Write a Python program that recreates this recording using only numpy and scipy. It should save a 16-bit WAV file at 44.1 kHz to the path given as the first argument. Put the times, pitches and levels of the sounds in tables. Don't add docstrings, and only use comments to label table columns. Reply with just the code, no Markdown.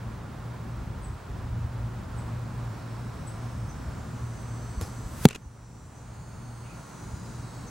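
import sys
import numpy as np
from scipy import signal
from scipy.fft import rfft, irfft
from scipy.io import wavfile

SR = 44100
rng = np.random.default_rng(int(sys.argv[2]) if len(sys.argv) > 2 else 0)


def unload_wav(signal):
    wavfile.write(
        sys.argv[1],
        SR,
        np.round(np.clip(np.atleast_2d(signal).T, -1, 1) * 32767).astype(np.int16),
    )


N = 339564
TIME = np.arange(N) / SR
FREQS = np.fft.rfftfreq(N, 1 / SR)
HIT_S = 5.254

# peak_s, level_db, fade_s (a fade time is the time to drop by 60 dB)
BOW_CLICKS = [(4.8098, -37, .02), (4.8125, -24.5, 0.0065), (4.813, -35.5, 0.081), (4.8197, -34, .01),
              (4.824, -40.5, 0.45), (4.8755, -45, .012)]
# pitch_hz, left_minus_right_db
BLOCK_LEAN = [(300, 4), (2000, 0), (5500, 1), (7000, 3), (11000, 4), (12000, 6), (15000, 4)]


def gain_of(db):
    return 10 ** (np.asarray(db) / 20)


def evened(x):
    return x / np.sqrt(np.mean(x ** 2) + 1e-20)


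def at_pitch(points, hz):
    pitches, values = np.transpose(points)
    return np.interp(np.log(hz + 1), np.log(pitches + 1), values)


def level(curve):
    return gain_of(np.interp(TIME, *np.transpose(curve)))


def wander(hz):
    return evened(irfft(rfft(rng.standard_normal(N)) * np.exp(-(FREQS / hz) ** 2), N))


def noise(colour, tilt_db=0, diffuse=1, lean=None):
    # pitch_hz, likeness (0 to 1)
    likeness = [(30, .99), (110, .985), (200, .92), (380, .55), (700, .52), (1290, .78), (2380, .85),
                (4400, .75), (8100, .45), (15000, .33)]
    # pitch_hz, left_minus_right_db
    yard_lean = [(60, 0.1), (200, 0.5), (380, 1.3), (700, -1.5), (1300, -2.5), (2400, -0.5), (4400, -.5),
                 (15000, -1)]
    common, apart = rfft(rng.standard_normal((2, N)))
    same = np.clip(1 - diffuse * (1 - at_pitch(likeness, FREQS)), 0, 1)
    pair = np.sqrt(1 + same) * common + np.sqrt(1 - same) * np.array([apart, -apart])
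    lean_db = at_pitch(yard_lean if lean is None else lean, FREQS)
    sides = gain_of(np.outer([.5, -.5], lean_db))
    shape = gain_of(at_pitch(colour, FREQS) + tilt_db * np.log2(FREQS + 1))
    return evened(irfft(pair * sides * shape, N))


def burst(peak_s, rise_s, fade_s):
    return np.exp(np.minimum((TIME - peak_s) / rise_s, (peak_s - TIME) * np.log(1000) / fade_s))


def push(peak_s, width_s):
    force = np.exp(-.5 * ((TIME - peak_s) / width_s) ** 2)
    return force / force.sum()


def yard_echo(sound, fade_s, echo_db):
    t = np.arange(SR // 2) / SR
    tail = rng.standard_normal((2, len(t))) * np.exp(-np.log(1000) * t / fade_s)
    echo = signal.oaconvolve(sound[None], tail / np.linalg.norm(tail[0]), axes=1)[:, :N]
    return sound + gain_of(echo_db) * echo


def lull():
    # middle_s, depth_db, half_length_s
    dips = [(1.216, 8, 0.07), (6.91, 5, 0.11)]
    return gain_of(-sum(db * np.exp(-((TIME - s) / half) ** 4) for s, db, half in dips))


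def wind(lump_db=2, lump_hz=8.8):
    # pitch_hz, relative_db
    roar_colour = [(40, -33), (100, -8), (135, 1), (190, -3), (240, -7), (320, -13), (600, -31),
                   (2000, -59)]
    rush_colour = [(20, -36), (200, 0), (430, -0.5), (680, -1), (1000, -0.5), (1400, -4.5), (2000, -11.5),
                   (3000, -17.5), (5000, -21), (8000, -24), (11000, -30.5), (15500, -33.5)]
    buffet_colour = [(15, -36), (28, -16), (50, -1.5), (80, -1.5), (100, -4.5), (130, -7), (200, -25),
                     (600, -49), (2000, -80)]
    # time_s, relative_db
    roar_levels = [(0.0, -46.0), (2.7, -44.0), (4.1, -44.5), (4.7, -45.5), (6.7, -46.5), (7.0, -44),
                   (7.7, -45.5)]
    rush_levels = [(0, -46), (.9, -47), (3.1, -45.5), (3.9, -46), (5.2, -47.5), (5.5, -48.8), (6.1, -46.5),
                   (6.8, -47.5), (7.7, -48)]
    buffet_levels = [(0.0, -40.5), (0.5, -45), (0.9, -38), (1.6, -37.5), (3.0, -47), (3.5, -41), (4.3, -43),
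                     (5.2, -42.5), (5.4, -44.5), (6.4, -44), (7.3, -44.5), (7.7, -46.0)]
    roar = evened(noise(roar_colour) * gain_of(1.3 * wander(hz=12))) * level(roar_levels)
    rush = noise(rush_colour) * level(rush_levels) * gain_of(0.49 * wander(hz=7.1))
    buffets = evened(noise(buffet_colour) * gain_of(lump_db * wander(lump_hz))) * level(buffet_levels)
    return lull() * (gain_of(0.86) * buffets + gain_of(1.57) * roar) + rush


def hum_and_whines(hum_hz=116.2, waver=0.34, throb_db=1.8, throb_hz=3.7, pulse_hz=13.4):
    # multiple_of_hum, relative_db
    hum_tones = [(.5, -12), (1, 2), (2, -17.5)]
    # time_s, relative_db
    hum_levels = [(0.0, -38.5), (0.4, -44.5), (0.6, -36.5), (1.3, -42), (1.6, -35.5), (1.9, -36.5),
                  (2.6, -36.5), (2.9, -35.5), (3.15, -39.5), (3.4, -35.5), (3.7, -39.5), (4.6, -39),
                  (5.4, -41.5), (6.8, -41), (7.0, -46), (7.7, -42.5)]
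    # pitch_hz, level_db, pulse_depth (0 to 1)
    whine_tones = [(1400, -65, 0), (15734, -75.5, .5)]
    phase = 2 * np.pi * hum_hz * TIME + 0.82 * wander(hz=6.4)
    tones = sum(gain_of(db) * np.sin(multiple * phase) for multiple, db in hum_tones)
    hum = evened((1 + waver * wander(hz=10)) * gain_of(throb_db * wander(throb_hz)) * tones)
    pulse = np.sin(2 * np.pi * pulse_hz * TIME)
    whines = sum(gain_of(db) * evened((1 + depth * pulse) * np.sin(2 * np.pi * hz * TIME))
                 for hz, db, depth in whine_tones)
    return gain_of(-0.1) * level(hum_levels) * lull() * hum + whines


def shimmer(count=1000, spread=1.05, faint_s=0.54, scatter_db=2, flutter=.12, jitter=0.26):
    # pitch_hz, relative_db
    bed_colour = [(2000, -25), (3800, -6), (4500, -5.5), (5300, -4), (6000, -1), (6900, -3), (8000, -2),
                  (8600, -2.5), (9600, -7.5), (10500, -12.5), (15500, -14)]
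    # time_s, relative_db
    bed_levels = [(0, -77), (1.8, -71.5), (2.8, -65.5), (3.6, -62), (4.3, -61), (4.9, -57.5), (5.6, -59.5),
                  (6.3, -59), (7.1, -57.5), (7.7, -57.5)]
    # peak_s, length_s, pitch_hz, level_db
    clear_tones = [(2.9, 1.8, 4470, -72), (3, 1.8, 3910, -72), (3.4, 2.8, 5330, -68.5),
                   (4.4, 1.8, 6500, -76), (4.4, 1.8, 7030, -74), (4.5, 1.4, 8490, -67),
                   (4.6, 1.4, 8030, -71.5), (4.7, 1.9, 6010, -65.5), (4.7, 2.1, 6160, -66),
                   (4.7, 1.1, 4440, -69), (4.9, 1.8, 7500, -69), (5.1, .9, 7900, -66), (5.7, 1, 5820, -64),
                   (5.7, 1.3, 5945, -66), (5.8, 1, 7547, -66), (5.9, 1.4, 8030, -68), (6, 1.2, 8527, -70),
                   (6.1, 2.2, 7080, -64), (6.4, 1.4, 6590, -67), (6.5, 1.6, 4420, -66.5),
                   (6.5, 1.5, 9025, -69), (6.6, 1.8, 6300, -67), (7.1, 1.3, 5930, -68),
                   (7.1, 1.1, 6836, -63.5), (7.3, 1.7, 3980, -72), (7.4, .9, 6363, -69),
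                   (7.4, 1, 7300, -71), (7.5, 1.1, 3880, -69), (7.5, 1.3, 4489, -72), (7.5, 1.3, 7827, -70),
                   (7.6, .9, 4403, -69), (7.6, 0.79, 5383, -68)]
    shiver = wander(hz=21.7)

    def add_tone(mix, peak_s, length_s, hz, db, side, lag):
        start, end = int((peak_s - length_s / 2) * SR), int((peak_s + length_s / 2) * SR)
        span = np.arange(max(start, 0), min(end, N))
        shifted = span + int(lag * N)
        swell = np.cos(np.pi * (TIME[span] - peak_s) / length_s) ** 2
        swell *= 1 + flutter * shiver[-shifted % N]
        phase = 2 * np.pi * hz * TIME[span] + jitter * shiver[shifted % N]
        tone = np.sqrt(2) * gain_of(db) * swell * np.sin(phase)
        mix[:, span] += np.outer(1 + spread * (side - .5) * np.array([1, -1]), tone)

    faint, clear = np.zeros((2, 2, N))
    for k, (pitch, length, size, side, lag) in enumerate(rng.random((count, 5))):
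        hz = 3850 + 6700 * pitch
        db = at_pitch(bed_colour, hz) + scatter_db * (2 * size - 1)
        add_tone(faint, TIME[-1] * k / count, faint_s * (.5 + length), hz, db, side, lag)
    for row in clear_tones:
        add_tone(clear, *row, side=rng.random(), lag=rng.random())
    bed = gain_of(-1.5) * evened(faint) + gain_of(-4) * noise(bed_colour)
    return bed * level(bed_levels) + clear


def birds():
    # start_s, length_s, start_hz, end_hz, relative_db, rasp_hz
    calls = [(1.018, 0.03, 9000, 8470, -55.5, 70), (1.037, 0.025, 8100, 7900, -51, 70),
             (2.16, .028, 9050, 8440, -58, 70), (2.179, .02, 8100, 7850, -52, 70),
             (3.266, .028, 8030, 7920, -47, 50), (3.26, 0.028, 9940, 9940, -57, 70),
             (3.68, 0.038, 6380, 5830, -53, 90), (5.408, .055, 6450, 5820, -55, 90),
             (5.942, .061, 6640, 5630, -55.5, 110), (6.612, 0.13, 2450, 2400, -57, 210),
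             (6.645, .04, 3450, 3400, -69, 150), (6.68, .025, 2400, 2600, -56, 60),
             (7.656, .043, 6360, 6130, -53.5, 110)]
    song, rasp = np.zeros(N), wander(hz=400)
    for start_s, length_s, start_hz, end_hz, db, rasp_hz in calls:
        span = (TIME > start_s) & (TIME < start_s + length_s)
        progress = (TIME[span] - start_s) / length_s
        hz = start_hz + (end_hz - start_hz) * progress + rasp_hz * rasp[span]
        swell = 2 * gain_of(db) * np.sin(np.pi * progress)
        song[span] += swell * np.sin(2 * np.pi * np.cumsum(hz) / SR)
    return gain_of(-6.5) * yard_echo(song, fade_s=0.43, echo_db=2)


def air_bumps():
    # middle_s, pitch_hz, level_db, width_s
    shoves = [(1.105, 81, -26, 0.0078), (1.321, 60, -29.5, 0.012), (3.855, 110, -37, 0.0043),
              (3.884, 75, -28, 0.01), (4.785, 62, -22, 0.0069), (4.829, 95, -23, 0.0061),
              (5.473, 65, -24.5, 0.0074)]
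    pressure = np.zeros(N)
    for middle_s, hz, db, width_s in shoves:
        t = TIME - middle_s
        pressure -= gain_of(db) * np.exp(-.5 * (t / width_s) ** 2) * np.sin(2 * np.pi * hz * t)
    return pressure


def bow(knock_hz=480, knock_db=-26, ring_hz=5200, ring_db=-50):
    # pitch_hz, relative_db
    click_colour = [(100, 14.5), (700, 5.5), (1500, -1.5), (2600, -9.5), (5200, -7), (8500, -10),
                    (10200, -8.5), (12000, -14), (16000, -19)]
    click_shape = sum(gain_of(db) * burst(s, 0.00032, fade_s) for s, db, fade_s in BOW_CLICKS)
    clicks = noise(click_colour, diffuse=0.35) * click_shape
    stop_s = BOW_CLICKS[1][0]
    knock = burst(stop_s, rise_s=.0005, fade_s=.012) * np.sin(2 * np.pi * knock_hz * (TIME - stop_s))
    ring_phase = 2 * np.pi * ring_hz * TIME + 2 * wander(hz=90)
    ring = burst(4.828, rise_s=.005, fade_s=.22) * np.sin(ring_phase)
    return clicks + gain_of(knock_db) * knock + gain_of(ring_db) * ring


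def arrow_flight(near_s=0.018, hiss_db=-34.5):
    # pitch_hz, relative_db
    hiss_colour = [(200, -5), (1500, 2), (4000, -2), (9000, 1), (13000, -2), (16000, -3)]
    release_s = BOW_CLICKS[0][0]
    to_go_s = HIT_S - TIME
    fade_in = np.clip((TIME - release_s) / (HIT_S - release_s), 0, 1)
    nearness = near_s / (near_s + abs(to_go_s))
    return gain_of(hiss_db) * noise(hiss_colour) * fade_in * nearness * (to_go_s > 0)


def block_thud():
    # pitch_hz, relative_db, fade_s
    notes = [(138, 14.5, 0.029), (226, 5, 0.035), (403, -11, .046), (442, -7.5, 0.044), (807, -.5, .017)]
    t = np.arange(SR // 5) / SR
    ring = sum(gain_of(db) * np.sin(2 * np.pi * hz * t) * np.exp(-np.log(1000) * t / fade_s)
               for hz, db, fade_s in notes)
    press = push(HIT_S, width_s=.00073)
    give_way = 1.045 * push(HIT_S, width_s=.00028)
    drag = .28 * push(HIT_S + .0044, width_s=.0034)
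    stop = .22 * push(HIT_S + .0054, width_s=.00028)
    boom = signal.oaconvolve(press - give_way + drag - stop, ring)[:N]
    return boom * gain_of([[.8], [0]])


def block_crack(crack_db=-7, crunch_db=-26):
    # pitch_hz, relative_db
    colour = [(300, -6), (1150, -19), (1500, 8.5), (1800, -8), (2200, 8), (2850, 1.5), (3120, -3),
              (3350, 2), (3980, 5.5), (4350, 1), (4700, 3), (5400, -14), (6000, -0.5), (6350, -2),
              (7250, -2.5), (8400, -5), (9200, -12), (9700, -5), (10500, -17), (11100, 0.5), (12200, -12),
              (12700, -11), (16000, -14)]
    skin = noise(colour, diffuse=.2, lean=BLOCK_LEAN) * burst(5.2547, rise_s=.00094, fade_s=.0075)
    filling = noise(colour, tilt_db=-4, diffuse=.3) * burst(5.2565, rise_s=.0024, fade_s=.033)
    return gain_of(crack_db) * skin + gain_of(crunch_db) * filling


def shaft_rattle():
    # pitch_hz, relative_db
    dull_colour = [(200, 5), (700, -1.5), (1050, -2.5), (1800, -2.5), (2250, -6), (2500, 2.5), (2800, 1.5),
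                   (3200, -8.5), (5500, -11), (7200, -13), (10000, -20), (16000, -34)]
    bright_colour = [(300, -4), (2100, -7), (2750, 6), (3400, -3), (4350, 1), (5200, -10), (7000, 8),
                     (8600, -6), (10200, -1), (11200, -9), (12400, -7), (13400, -10), (16000, -14)]
    # peak_s, level_db, rise_s, fade_s, brightness (0 to 1)
    slaps = [(5.2819, -40, .0005, .006, .97), (5.2869, -16.5, .0001, 0.009, 0.88),
             (5.289, -31.5, .0006, 0.044, 0.02), (5.301, -32, .0006, .018, 0.1),
             (5.3094, -24.5, 0.0017, 0.036, 0.01), (5.331, -30, 0.0036, 0.038, 0),
             (5.35, -25, 0.0021, 0.051, 0.15), (5.3594, -23, 0.00091, 0.012, 0.02)]
    dull, bright = noise(dull_colour), noise(bright_colour, lean=BLOCK_LEAN)
    rattle = np.zeros((2, N))
    for peak_s, db, rise_s, fade_s, brightness in slaps:
        blend = np.sqrt(1 - brightness) * dull + np.sqrt(brightness) * bright
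        rattle += gain_of(db) * burst(peak_s, rise_s, fade_s) * blend
    return rattle


def scene():
    background = wind() + hum_and_whines() + shimmer() + birds() + air_bumps()
    return background + bow() + arrow_flight() + block_thud() + block_crack() + shaft_rattle()


def record(dry, threshold_db=-10, recover_db_per_s=6, attack_s=0.016, top_hz=15900):
    clipped = np.clip(dry, -1, 1)
    peak_db = 20 * np.log10(abs(clipped).max(0) + 1e-9)
    recovery_db = recover_db_per_s * TIME
    held_db = np.maximum.accumulate(peak_db + recovery_db) - recovery_db
    over_db = np.maximum(held_db - threshold_db, 0)
    carry = np.exp(-1 / (attack_s * SR))
    cut_db = signal.lfilter([(1 - carry) ** 2], [1, -2 * carry, carry ** 2], over_db)
    treble_cut = signal.firwin(511, top_hz, window=("kaiser", 9), fs=SR)
    return signal.oaconvolve(clipped / gain_of(cut_db), treble_cut[None], "same")


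dry = scene()
out = record(dry)
unload_wav(out)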